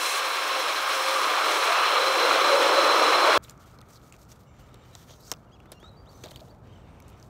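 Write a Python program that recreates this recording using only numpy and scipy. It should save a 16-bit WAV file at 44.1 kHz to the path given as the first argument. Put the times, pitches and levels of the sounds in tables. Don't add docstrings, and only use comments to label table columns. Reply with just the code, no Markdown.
import sys
import numpy as np
from scipy import signal
from scipy.fft import rfft, irfft, next_fast_len
from scipy.io import wavfile

SR = 44100
rng = np.random.default_rng(int(sys.argv[2]) if len(sys.argv) > 2 else 0)


def put_to_file(sound):
    columns = np.atleast_2d(sound).T
    safe = np.clip(columns, -1, 1)
    whole_steps = np.round(safe * 32767)
    wavfile.write(sys.argv[1], SR, whole_steps.astype(np.int16))


def amplitude_ratio(level_db):
    exponent = np.asarray(level_db, float) / 20
    return 10 ** exponent


N = 321489
CUT_S = 3.3775


def rms_one(x):
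    return x / np.sqrt(np.mean(x ** 2) + 1e-20)


def in_time(rows):
    s, *columns = np.transpose(rows)
    return [np.interp(np.arange(N) / SR, s, c) for c in columns]


def drift(corner_hz):
    r = np.exp(-80 * np.pi * corner_hz / SR)
    slow = signal.lfilter([1], [1, -2 * r, r * r], rng.standard_normal(N // 40 + 2002))[2000:]
    return np.interp(np.arange(N) / 40, np.arange(len(slow)), rms_one(slow))


def resonance(x, hz, width_hz):
    r = np.exp(-np.pi * width_hz / SR)
    poles = [1, -2 * r * np.cos(2 * np.pi * hz / SR), r * r]
    return signal.lfilter([(1 - r * r) / 2, 0, (r * r - 1) / 2], poles, x)


def coloured(x, spectrum):
    hz, level_db = np.transpose(spectrum)
    size = next_fast_len(N)
    log_hz = np.log(np.arange(size // 2 + 1) * SR / size + 1)
    gain = amplitude_ratio(np.interp(log_hz, np.log(hz), level_db))
    return rms_one(irfft(rfft(x, size) * gain, size)[:N])


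def layers(x, splits_hz):
    lows = [signal.sosfiltfilt(signal.butter(2, hz, fs=SR, output="sos"), x) for hz in splits_hz]
    return [rms_one(b - a) for a, b in zip([0] + lows, lows + [x])]


def grains(per_s, spread_db):
    sizes = amplitude_ratio(spread_db * np.minimum(rng.exponential(1, N), 5)) * rng.choice([-1, 1], N)
    return rms_one(sizes * (rng.random(N) < per_s / SR))


def moving_band(hz, width_hz):
    phase = 2 * np.pi * np.cumsum(hz) / SR
    low_pass = signal.butter(4, width_hz / 2, fs=SR, output="sos")
    a, b = signal.sosfilt(low_pass, rng.standard_normal((2, N)))
    return rms_one(a * np.sin(phase) + b * np.cos(phase))


def swell(s, db, rise_s, fall_s):
    lag = np.arange(N) / SR - s
    return amplitude_ratio(db - 15 * np.maximum(-lag / rise_s, lag / fall_s))


def plateau(start_s, end_s, edge_s):
    half = edge_s / 2
    corners = [start_s - half, start_s + half, end_s - half, end_s + half]
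    return np.interp(np.arange(N) / SR, corners, [0, 1, 1, 0])


# (t/s, level/dB)
TRAFFIC = [(3.4, -53), (4.3, -54.5), (4.71, -53), (5.0, -54), (5.63, -53), (5.85, -52), (6.29, -50),
           (6.55, -51), (7.29, -52)]
# (f/Hz, relative density/dB)
TRAFFIC_SPECTRUM = [(12, -42), (20, -23), (50, 3.5), (125, 2.5), (346, -10.5), (600, -12), (978, -16),
                    (1330, -21.5), (1700, -29.5), (2100, -36), (2600, -42), (3380, -47.5), (5720, -120)]
# (f/Hz, width/Hz, level/dB)
LOW_HUM = (121.5, 9, -61.5)
# (peak t/s, level/dB, rise/s, fall/s)
WHINE_SWELLS = [(3.4, -57.5, 0.03, 1.55), (4.6, -70, 0.048, 2.5), (5.32, -53, 0.037, 0.035),
                (6.2, -69, 0.64, .2), (7.2, -65.5, 0.55, 0.16)]
# (f/Hz, width/Hz, relative level/dB)
WHINE_MODES = [(1250, 300, 0), (2180, 260, -14)]


def street():
    tyre_db = -58.5
    rumble, hiss = layers(coloured(rng.standard_normal(N), TRAFFIC_SPECTRUM), splits_hz=(300,))
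    rumble_db, = in_time(TRAFFIC)
    hiss_db = tyre_db + rumble_db - rumble_db.mean()
    white = rng.standard_normal(N)
    hum_hz, hum_width_hz, hum_db = LOW_HUM
    hum = amplitude_ratio(hum_db) * rms_one(resonance(white, hum_hz, hum_width_hz))
    whine = sum(amplitude_ratio(db) * rms_one(resonance(resonance(white, hz, width), hz, width))
                for hz, width, db in WHINE_MODES)
    whine = whine * sum(swell(*row) for row in WHINE_SWELLS)
    rumble = amplitude_ratio(rumble_db + 1.0 * drift(10.0)) * rumble
    hiss = amplitude_ratio(hiss_db + 0.25 * drift(27.0)) * hiss
    return rumble + hiss + hum + whine


# (start t/s, length/s, start f/Hz, end f/Hz, level/dB)
BUZZY_NOTES = [(5.51, 0.018, 2500, 3190, -69), (5.518, 0.021, 3120, 3330, -65),
               (5.532, .021, 3350, 3300, -63), (5.55, .022, 3180, 2450, -68),
               (5.735, 0.055, 2790, 2810, -67), (5.788, .014, 2830, 3150, -70)]
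# (start t/s, length/s, start f/Hz, end f/Hz, level/dB)
WHISTLED_NOTES = [(5.472, 0.018, 2870, 2800, -74), (5.585, .045, 3330, 3350, -77),
                  (5.63, .045, 3000, 2900, -77), (5.672, .024, 3300, 3800, -73),
                  (5.694, .018, 3850, 3150, -74), (5.799, 0.032, 3150, 3500, -62),
                  (5.83, 0.056, 3620, 3940, -57), (5.88, 0.018, 3960, 4150, -60),
                  (5.892, .05, 3800, 3890, -69), (5.949, .015, 3800, 4000, -68),
                  (5.963, 0.053, 4530, 4740, -67), (6.008, .022, 4740, 4580, -72),
                  (6.03, 0.034, 4700, 4800, -80), (5.838, 0.02, 1260, 1300, -55),
                  (5.858, 0.03, 1350, 1440, -64), (6.11, .021, 5400, 5550, -70),
                  (6.137, .098, 6070, 6100, -68), (6.506, .022, 4600, 4400, -71),
                  (6.697, 0.014, 3050, 3170, -73), (6.72, 0.022, 3200, 3150, -67.5),
                  (6.752, 0.015, 3150, 2950, -67), (6.805, .018, 3050, 3150, -73),
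                  (4.815, .04, 3720, 3570, -69), (4.927, 0.022, 3920, 4000, -63)]
# (start t/s, length/s, level at the top/dB)
UPSWEEP_NOTES = [(6.056, 0.054, -61), (6.327, 0.056, -58), (6.472, 0.044, -65)]
UPSWEEP_PATH = [(0, 0), (.35, .55), (.62, .68), (.72, .88), (1, 1)]
PLAIN_PATH = [(0, 0.093), (1, 0.95)]


def bird(echo_s=0.016, echo_db=-22, jitter_hz=16.0, flutter_db=2.5, edge_share=0.21):
    half_line_db, sweep_hz, sweep_swell_db = -11, (2500, 4750), 8
    second_db, second_db_per_khz = -7, -15.5
    pure_below_db = -64
    gain_db = 1
    out, waver, flutter = np.zeros(N), jitter_hz * drift(90.0), amplitude_ratio(flutter_db * drift(70.0))
    notes = [(*row, amplitude_ratio(half_line_db), 0, PLAIN_PATH) for row in BUZZY_NOTES]
    notes += [(*row, 0, 0, PLAIN_PATH) for row in WHISTLED_NOTES]
    notes += [(s, length, *sweep_hz, db, 0, sweep_swell_db, UPSWEEP_PATH) for s, length, db in UPSWEEP_NOTES]
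    for s, length, start_hz, end_hz, db, half, swell_db, path in notes:
        at = np.arange(round(s * SR), round((s + length) * SR))
        n = len(at)
        hz = start_hz + (end_hz - start_hz) * np.interp(np.linspace(0, 1, n), *np.transpose(path))
        phase = 2 * np.pi * np.cumsum(hz + waver[at]) / SR
        purer_db = (half == 0) * min(db - pure_below_db, 0)
        second = amplitude_ratio(second_db + second_db_per_khz * np.abs(hz / 1000 - 3) + purer_db)
        upper_half = np.clip(2.7 - hz / 1300, 0, 1) * np.sin(5 * phase / 2)
        tone = np.sin(phase) + half * (np.sin(3 * phase / 2) + upper_half) + second * np.sin(2 * phase)
        level_db = db - swell_db * np.linspace(1, 0, n) ** 2 + gain_db * np.linspace(-.5, .5, n)
        out[at] += np.sqrt(2) * amplitude_ratio(level_db) * tone * signal.windows.tukey(n, edge_share)
    out *= flutter
    return out + amplitude_ratio(echo_db) * np.roll(out, round(echo_s * SR))


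# (t/s, peak level/dB, f/Hz, t60/s)
BODY_KNOCKS = [(6.2375, -35, 560, .03), (6.246, -37, 520, 0.043), (6.2565, -33, 640, 0.032),
               (6.312, -42, 626, 0.037), (6.415, -37, 630, 0.06), (6.423, -41, 700, .05),
               (6.521, -41, 594, .05), (6.541, -44, 600, .04)]


def knocks():
    out, t = np.zeros(N), np.arange(round(.15 * SR)) / SR
    for s, db, hz, t60 in BODY_KNOCKS:
        decay = amplitude_ratio(db - 60 * t / t60) * np.minimum(t / 0.0042, 1)
        out[round(s * SR):][:len(t)] += decay * np.sin(2 * np.pi * hz * t)
    return out


# (start t/s, end t/s, level/dB)
HAND_GLIDES = [(4.47, 4.97, -82), (6.678, 7.26, -85.5)]
# (f/Hz, width/Hz, relative level/dB)
GLIDE_RINGS = [(2240, 250, 4.5), (2900, 300, 6.5), (3680, 300, 2), (5900, 810, 0), (7500, 500, 1),
               (8600, 600, -5)]


def glides():
    rings = sum(amplitude_ratio(db + 4.0 * drift(12.0)) * moving_band(hz * (1 + .02 * drift(3.0)), width)
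                for hz, width, db in GLIDE_RINGS)
    return rings * sum(amplitude_ratio(db) * plateau(a, b, edge_s=.08) for a, b, db in HAND_GLIDES)


# (f/Hz, relative density/dB)
FILM_SPECTRUM = [(1060, -2.5), (1800, 2), (2720, -2.5), (3440, -3.5), (3910, -2), (4530, -3), (4970, -5),
                 (6180, -4), (8590, -7.5), (10400, -8), (11700, -3), (14300, -2), (16000, -4)]
# slide, rub, top hiss (level/dB each)
RESTING_LEVELS = (-77, -84, -92)
# (start t/s, end t/s, level/dB, growth/dB, brightness/dB)
FINGER_STROKES = [(3.427, 3.455, -62, 1, 5), (3.456, 3.494, -65.5, -2, 0), (3.49, 3.53, -63.5, -6.5, -3),
                  (3.596, 3.646, -67.5, -3, 1.5), (3.656, 3.765, -67.5, -6, -0.5),
                  (3.76, 3.8, -80.5, 0, -6), (3.826, 3.885, -75, -0.5, -3), (3.885, 3.972, -68.5, 0, 5.5),
                  (3.975, 4.017, -70, -2, -16), (4.015, 4.108, -71, 2.5, 3), (4.133, 4.163, -65, -2, 0),
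                  (4.185, 4.24, -73.5, 0, 8.5), (4.283, 4.327, -66, 7, 4.5), (4.331, 4.38, -78, 5, 3),
                  (4.39, 4.448, -74, -9.5, 3.5), (4.533, 4.95, -67, 2, -13.5),
                  (4.587, 4.625, -68, -3, -0.5), (4.662, 4.7, -72.5, 2, -3.5), (4.83, 4.95, -78.5, 7, 6),
                  (4.953, 5.044, -65.5, 2, 1), (5.04, 5.207, -75.5, -3, 6.5),
                  (5.071, 5.125, -61.5, 4.5, -2), (5.125, 5.2, -71.5, -4, -3),
                  (5.198, 5.308, -69.5, 10.5, 8.5), (5.33, 5.4, -79.5, -2, 1),
                  (5.42, 5.72, -74.5, 6.5, -12.5), (5.719, 5.737, -59, -4.5, -3),
                  (5.79, 6.083, -73, -8, -8), (6.087, 6.24, -71, 2, 4), (6.24, 6.33, -65.5, 0, 0),
                  (6.305, 6.319, -63.5, 0, 3), (6.392, 6.412, -68, 0, 1.5), (6.33, 6.522, -71, -6.5, 1),
                  (6.523, 6.6, -79.5, -7, -3), (6.64, 7.0, -68.5, -2, -14.5), (7.028, 7.243, -68.5, 0, -13),
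                  (7.08, 7.109, -77, -2.5, 7), (7.17, 7.285, -77.5, 4, 4)]


def rustle(grain_share=0.68, patchy_db=1.4):
    stroke_edge_s, linger_s, linger_share = 0.0128, 0.03, .14
    top_hiss_db, top_follows = -5, 0.99
    slide_base_hz, slide_hz_per_db = 3530, 44
    rub = rng.standard_normal(N) + grain_share * grains(2500, spread_db=4.5)
    low, body, top = layers(coloured(rub, FILM_SPECTRUM), splits_hz=(4400, 10300))
    power = amplitude_ratio(np.array(RESTING_LEVELS)[:, None] * np.ones(N)) ** 2
    for a, b, db, growth_db, bright_db in FINGER_STROKES:
        level_db = db + growth_db * np.interp(np.arange(N) / SR, [a, b], [-.5, .5])
        stroke = plateau(a, b, stroke_edge_s) * amplitude_ratio(level_db)
        layer_db = np.array([[0], [bright_db], [top_hiss_db + top_follows * bright_db]])
        power += (stroke * amplitude_ratio(layer_db)) ** 2
    keep = np.exp(-1 / (linger_s * SR))
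    lingering = signal.lfilter([1 - keep], [1, -keep], power)
    power = (1 - linger_share) * power + linger_share * lingering
    power = power * amplitude_ratio([patchy_db * drift(25.23) for _ in power]) ** 2
    slide_hz = slide_base_hz + slide_hz_per_db * 10 * np.log10(power[1] / power[0])
    slide = rms_one(low + .3 * amplitude_ratio(3 * drift(15.0)) * moving_band(slide_hz, 600.0))
    return amplitude_ratio(1.0 * drift(43.0)) * np.sum(np.sqrt(power) * [slide, body, top], axis=0)


# (start t/s, end t/s, level/dB, start f/Hz, end f/Hz)
FILM_SCRAPES = [(3.43, 3.465, -66, 3600, 3500), (3.6, 3.72, -74, 3200, 3000), (3.9, 3.94, -70, 5800, 6200),
                (3.945, 3.98, -68, 4600, 4300), (4.14, 4.17, -71, 2500, 2400), (4.3, 4.33, -65, 6000, 6200),
                (4.955, 5.035, -69, 6000, 5900), (4.955, 5.035, -71, 3400, 3300),
                (5.08, 5.16, -65, 3500, 3400), (5.083, 5.165, -64, 6200, 6100),
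                (5.09, 5.14, -68, 4600, 4600), (5.165, 5.2, -70, 6000, 6000),
                (5.195, 5.225, -70, 12500, 12500), (5.2, 5.28, -66, 4200, 4600),
                (5.225, 5.317, -64, 5000, 5500), (5.265, 5.317, -62, 5900, 6500),
                (5.28, 5.317, -67, 4300, 4300), (5.285, 5.317, -66, 1700, 1500),
                (5.24, 5.317, -66, 6800, 8000), (5.79, 5.9, -77, 6000, 6100),
                (6.11, 6.235, -71, 4300, 3900), (6.3, 6.33, -67, 4000, 4200), (6.68, 6.8, -73, 2900, 2700),
                (6.87, 7.2, -74, 2500, 2400), (7.12, 7.16, -73, 3300, 3300)]


def scrapes(width_share=.2, patchy_db=2.0, crackle_db=2.0, edge_s=.02):
    t, out = np.arange(N) / SR, np.zeros(N)
    crackle = rms_one(amplitude_ratio(crackle_db * drift(150.0)))
    for a, b, db, *ends_hz in FILM_SCRAPES:
        band = moving_band(np.interp(t, [a, b], ends_hz), width_share * ends_hz[0])
        out += amplitude_ratio(db + patchy_db * drift(40.0)) * plateau(a, b, edge_s) * band
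    return crackle * out


# (t/s, ring peak level/dB, ring f/Hz, thud re ring/dB, top re ring/dB)
CREASE_SNAPS = [(3.4397, -36.5, 7200, -27.5, -18), (3.447, -44, 3600, -15, -24),
                (3.483, -44, 2900, -15, -32), (3.496, -40, 6240, -23, -2), (3.5083, -41.5, 7700, -10, -19),
                (3.5768, -53, 6500, -3, -21), (3.7875, -44.5, 4360, 0.5, -19), (3.807, -52, 4520, -9, -9),
                (3.814, -47, 3780, -14, -15), (3.8144, -46.5, 7200, -20, -8), (3.8254, -51, 1920, -21, -34),
                (3.887, -54, 7000, -15, -12), (3.906, -52, 7500, -15, -10), (3.934, -48, 5370, -12, -13),
                (3.958, -45, 4390, -12, -23), (3.964, -50, 4300, -16, -25), (3.973, -50, 4200, -16, -25),
                (4.0155, -55, 3500, -15, -15), (4.124, -40.5, 2590, -13, -15),
                (4.1243, -42, 6500, -20, -12), (4.1405, -46.5, 2500, 0, -15), (4.1644, -54, 6190, -9, -8),
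                (4.217, -51, 5500, -10, -8), (4.251, -57, 6000, -15, -18), (4.293, -54, 6000, -15, -20),
                (4.302, -53, 7000, -15, -16), (4.323, -47, 7000, -15, -16), (4.3171, -44, 5900, -11, -24),
                (4.5401, -56, 2550, -1, -22), (4.691, -56, 3500, -15, -12), (4.743, -48.5, 8000, -18, -5),
                (4.7438, -47, 3750, 2, -15), (4.951, -39, 6000, -9, -16), (4.952, -38.5, 3750, -3, -21),
                (5.0944, -52, 2980, 10, -12), (5.106, -46.5, 3400, 6.5, -10), (5.109, -49, 5000, 0, -14),
                (5.1385, -49, 4200, -1, -18), (5.1347, -49, 3340, -8, -22),
                (5.3156, -19.5, 5540, -6.5, -9.5), (5.3171, -27.5, 3000, -4, -12),
                (5.3195, -31, 5500, -1, -8), (5.325, -34, 6500, -3, -10), (5.3362, -39, 5600, -23, -20),
                (5.3378, -38, 3000, -20, -30), (5.3484, -56, 5000, -5, -16), (5.362, -61, 5990, -10, -7),
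                (5.369, -55, 5000, -10, -25), (5.6022, -46, 2610, -14, -24), (5.657, -51.5, 2150, 6, -14),
                (5.7186, -35, 9200, -2, -11), (5.7196, -42.5, 3500, -5, -15), (5.723, -44, 5230, 1, -10),
                (5.731, -50, 3500, 6, -10), (5.8013, -55, 9000, 4, -5), (5.828, -49.5, 1710, 9.5, -45),
                (5.888, -60, 1400, 0, -40), (5.916, -65, 8000, -10, -8), (6.234, -52, 8000, -19, -6),
                (6.2373, -35, 3350, 1.5, -15), (6.239, -37, 5900, -10, -16), (6.242, -36, 3900, -14, -22),
                (6.247, -42, 4500, -7, -25), (6.2516, -41, 3700, -1, -21), (6.259, -40, 3840, 2, -14),
                (6.2694, -45, 4320, 3, -22), (6.282, -48, 3800, -18, -25), (6.2862, -40, 3800, -18, -24),
                (6.3093, -42, 4240, -23, -14), (6.312, -48, 4500, -10, -10), (6.3144, -42.5, 3420, 2, -4),
                (6.3598, -34.5, 3050, -10, -12), (6.373, -49, 3070, -15, -16), (6.394, -48, 3150, -16, -25),
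                (6.398, -48, 3100, -16, -30), (6.403, -46, 4090, -29, -28), (6.4065, -43, 4000, -20, -28),
                (7.002, -49, 2230, -10, -1), (7.0234, -50, 6000, -20, -14), (7.0813, -52, 8000, -8, 0),
                (7.091, -55, 8000, -10, -6), (7.1004, -53, 2540, -1, -2), (7.199, -49, 5870, -17, -23),
                (7.227, -45, 5200, -10, -16)]


def snaps(ring_share=0.27, crack_db=6.0, crack_follows=0.49, tick=2.6):
    base_t60_s, louder_lasts = 0.0105, 0.085
    out, t = np.zeros(N), np.arange(round(.15 * SR)) / SR
    noises = rng.standard_normal((len(CREASE_SNAPS), len(t)))
    for (s, db, hz, thud_db, top_db), noise in zip(CREASE_SNAPS, noises):
        t60 = base_t60_s * amplitude_ratio(louder_lasts * (db + 44))
        burst = noise * amplitude_ratio(-60 * t / np.clip(t60, .004, .2)) + tick * (np.arange(len(t)) == 0)
        thump = noise[::-1] * amplitude_ratio(-60 * t / np.clip(2 * t60, .01, .3)) * np.minimum(t / 0.0032, 1)
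        ring = resonance(resonance(burst, hz, ring_share * hz), hz, 2 * ring_share * hz)
        crack = resonance(burst, 3900, 6500)
        top = resonance(resonance(burst, 9500, 5000), 12500, 5000)
        thud = resonance(resonance(thump, 270, 540), 300, 980)
        thud = thud + 0.18 * resonance(resonance(thump, 810, 1300), 820, 1600)
        bands = [(ring, 0), (crack, crack_db + crack_follows * top_db), (top, top_db), (thud, thud_db)]
        snap = sum(amplitude_ratio(db + rel_db) * b / np.abs(b).max() for b, rel_db in bands)
        at = round(s * SR)
        out[at:at + len(t)] += snap[:N - at]
    return out


# (t/s, peak level/dB, mid f/Hz)
THIN_SQUEAKS = [(0.2843, -45, 13700), (0.5916, -40, 14100), (0.7292, -44, 14400), (0.8071, -46, 13240),
                (1.105, -42, 13100), (1.1343, -45, 13600), (1.1982, -53, 13900), (1.2161, -45, 13200),
                (1.2965, -43, 15300), (1.3845, -47, 14200), (1.455, -43, 14300), (1.582, -47, 13800)]


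def squeaks(length_s=.014, fall_hz=900):
    out, t = np.zeros(N), np.arange(round(length_s * SR)) / SR
    for s, db, hz in THIN_SQUEAKS:
        chirp = np.sin(2 * np.pi * np.cumsum(hz + fall_hz * (.5 - t / length_s)) / SR)
        out[round(s * SR):][:len(t)] += amplitude_ratio(db) * np.hanning(len(t)) * chirp
    return out


BLADE_TONES_HZ = [532.9, 753.7, 1064, 1130, 1598, 2132, 2660, 5322, 5368, 10643]
# (flutter corner f/Hz, early level/dB, late level/dB)
BLADE_LEVELS = [(4.7, -50, -44), (7.2, -47, -57), (6, -40, -44), (6, -42, -50), (5.5, -42.5, -49),
                (7.2, -49, -50), (2.6, -43, -75), (9.6, -48, -42.5), (4, -56, -48), (9, -67, -65)]
# (start t/s, end t/s, change/dB)
BLADE_DIP = (1.22, 1.9, -2)
# (start t/s, end t/s, boost/dB)
LOW_TONE_BOOSTS = [(.1, .33, 9), (0.55, 0.616, 13.5), (0.933, 1.253, 10), (1.941, 2.32, 11)]


def blades(blur_rad=0.92):
    t, out = np.arange(N) / SR, np.zeros(N)
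    a, b, db = BLADE_DIP
    dip_db = db * plateau(a, b, edge_s=0.12)
    low_db = sum(db * plateau(a, b, edge_s=0.032) for a, b, db in LOW_TONE_BOOSTS)
    for hz, (flutter_hz, early_db, late_db) in zip(BLADE_TONES_HZ, BLADE_LEVELS):
        shake = amplitude_ratio(2.0 * drift(flutter_hz))
        tone = shake * np.sin(2 * np.pi * hz * t + blur_rad * drift(flutter_hz))
        level_db = np.interp(t, [0, CUT_S], [early_db, late_db]) + dip_db
        level_db = level_db + low_db * (hz == BLADE_TONES_HZ[0])
        out += np.sqrt(2) * amplitude_ratio(level_db) * tone
    return out


# (f/Hz, relative density/dB)
AIR_SPECTRUM = [(24, -73.5), (40, -45), (167, -43.5), (305, -1.5), (516, 5), (810, 1.5), (1150, 4.5),
                (1900, -8.5), (2400, -8.5), (2950, -11.5), (3400, -9), (3650, -13), (4130, -10.5),
                (4570, -25.5), (5440, -17.5), (6030, -18.5), (7060, -24.5), (7500, -23), (7850, -23),
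                (8350, -24), (8650, -29.5), (9500, -25.5), (10300, -26.5), (11150, -22.5), (11550, -31),
                (14500, -28), (16000, -31.5)]
# (f/Hz, width/Hz, relative level/dB)
CABIN_MODES = [(528, 53, -16), (1173, 197, -6), (2185, 150, -20.5), (4060, 130, -21), (8130, 260, -31.5)]
# (t/s, nearness/dB, swing to roof/dB)
JET_PATH = [(0.03, 0.5, 3), (0.12, 1, -1.5), (0.45, 2, -1.5), (0.7, 3.5, 1), (0.85, 2, -5), (0.92, 3, -1),
            (1.1, 4, -4.5), (1.25, 4.5, 0.5), (1.4, 6.5, -6.5), (1.5, 7, 3), (1.57, 6, 1.5), (1.65, 7, -1),
            (1.72, 7.5, -5.5), (1.85, 7.5, -6.5), (2.0, 8, -3.5), (2.15, 7.5, 0), (2.3, 10, 1),
            (2.45, 9.5, 2), (2.6, 10.5, 5), (2.75, 10.5, 2), (2.9, 10.5, 1), (3.05, 11.5, 2),
            (3.27, 12.5, -1.5)]
# (far level/dB, dB per dB nearness, dB per dB swing)
AIR_LEVELS = [(-81.5, 0.95, 0.6), (-43, 1.2827, 0.77), (-36.5, 0.97, -0.59), (-32.5, 0.4572, 0),
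              (-46.5, 0.1, 0.13), (-48.5, 0.05, 0.04)]
# (start t/s, end t/s, boost/dB)
SPRAY_SHEETS = [(0, 0.192, 10), (0.895, 1.298, 2.5), (1.48, 1.677, 3)]
# (peak t/s, level/dB, f/Hz, length/s)
ROOF_BOOMS = [(1.71, -24.5, 675, 0.055), (1.97, -28.5, 525.7, 0.085), (2.261, -24.5, 501, 0.11),
              (2.55, -24.5, 552.2, 0.13), (2.783, -24.5, 558, 0.22), (3.299, -27, 602.8, 0.26)]
# (peak t/s, level/dB, f/Hz, length/s)
GLASS_SURGES = [(0.068, -34, 1120, 0.068), (1.297, -27.5, 1176, 0.28), (1.199, -30, 1150, 0.04),
                (1.421, -34, 1250, 0.097), (1.701, -34, 1148, 0.044), (1.798, -35, 1190, 0.26),
                (2.333, -29, 1200, .12), (2.848, -24.5, 1239, 0.28), (3.326, -30, 1226, 0.17)]
# (t/s, level/dB, f/Hz)
NOZZLE_WHISTLE = [(0, -41, 4040), (1.6, -53, 4026), (1.95, -34.5, 4050), (2.4, -39.5, 4040),
                  (2.9, -32.5, 4046), (3.38, -39, 4060)]
# (start t/s, end t/s, level/dB, start f/Hz, end f/Hz)
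CLIMBING_JET = (1.62, 2.0, -34.5, 2000, 3500)


def blowers(buffet_db=1.0):
    air = coloured(rng.standard_normal(N), AIR_SPECTRUM)
    white = rng.standard_normal(N)
    air = air + sum(amplitude_ratio(db) * rms_one(resonance(white, hz, width)) for hz, width, db in CABIN_MODES)
    air = signal.sosfilt(signal.butter(4, 229, "high", fs=SR, output="sos"), air)
    rumble = rms_one(signal.sosfilt(signal.butter(2, [25, 170], "band", fs=SR, output="sos"), white))
    *parts, spray, finest = [rumble] + layers(air, splits_hz=(800, 1900, 6000, 11300))
    spray_db = sum(db * plateau(a, b, edge_s=0.043) for a, b, db in SPRAY_SHEETS)
    parts += [spray * amplitude_ratio(spray_db), finest * amplitude_ratio(.4 * spray_db)]
    gust, (near_db, swing_db) = drift(9.8), in_time(JET_PATH)
    out = np.zeros(N)
    for (db, by_near, by_swing), part in zip(AIR_LEVELS, parts):
        buffet = buffet_db * (0.35 * gust + drift(28.0))
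        out += amplitude_ratio(db + by_near * near_db + by_swing * swing_db + buffet) * part
    for rows, width_hz in [(ROOF_BOOMS, 85.0), (GLASS_SURGES, 390.0)]:
        gain = sum(swell(s, db, length, length) for s, db, hz, length in rows)
        out += gain * moving_band(in_time(rows)[1], width_hz)
    nozzle_db, nozzle_hz = in_time(NOZZLE_WHISTLE)
    out += amplitude_ratio(nozzle_db + 2.2 * drift(18.0)) * moving_band(nozzle_hz, 256.0)
    a, b, db, *ends_hz = CLIMBING_JET
    climb_hz = np.interp(np.arange(N) / SR, [a, b], ends_hz)
    return out + amplitude_ratio(db) * plateau(a, b, edge_s=0.11) * moving_band(climb_hz, 570.0)


# (f/Hz, width/Hz, share removed)
MIC_HOLLOW = (10600, 1200, 0.47)


def scene():
    t = np.arange(N) / SR
    wash = (squeaks() + blades() + blowers()) * (t < CUT_S)
    outside = street() + bird() + knocks() + glides() + rustle() + scrapes() + snaps()
    outside = outside * np.clip((t - CUT_S) / 0.0026, 0, 1)
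    hz, width_hz, share = MIC_HOLLOW
    return np.tile(wash + outside - share * resonance(outside, hz, width_hz), (2, 1))


def band_limit(x):
    return signal.sosfilt(signal.butter(12, 16370, fs=SR, output="sos"), x)


def record(dry):
    mic_hiss_db, cutoff_hz = -85, 15730
    hissy = dry + amplitude_ratio(mic_hiss_db) * rng.standard_normal(N)
    mix = signal.sosfilt(signal.ellip(12, .5, 60, cutoff_hz, fs=SR, output="sos"), hissy)
    return band_limit(mix)


dry = scene()
out = record(dry)
put_to_file(out)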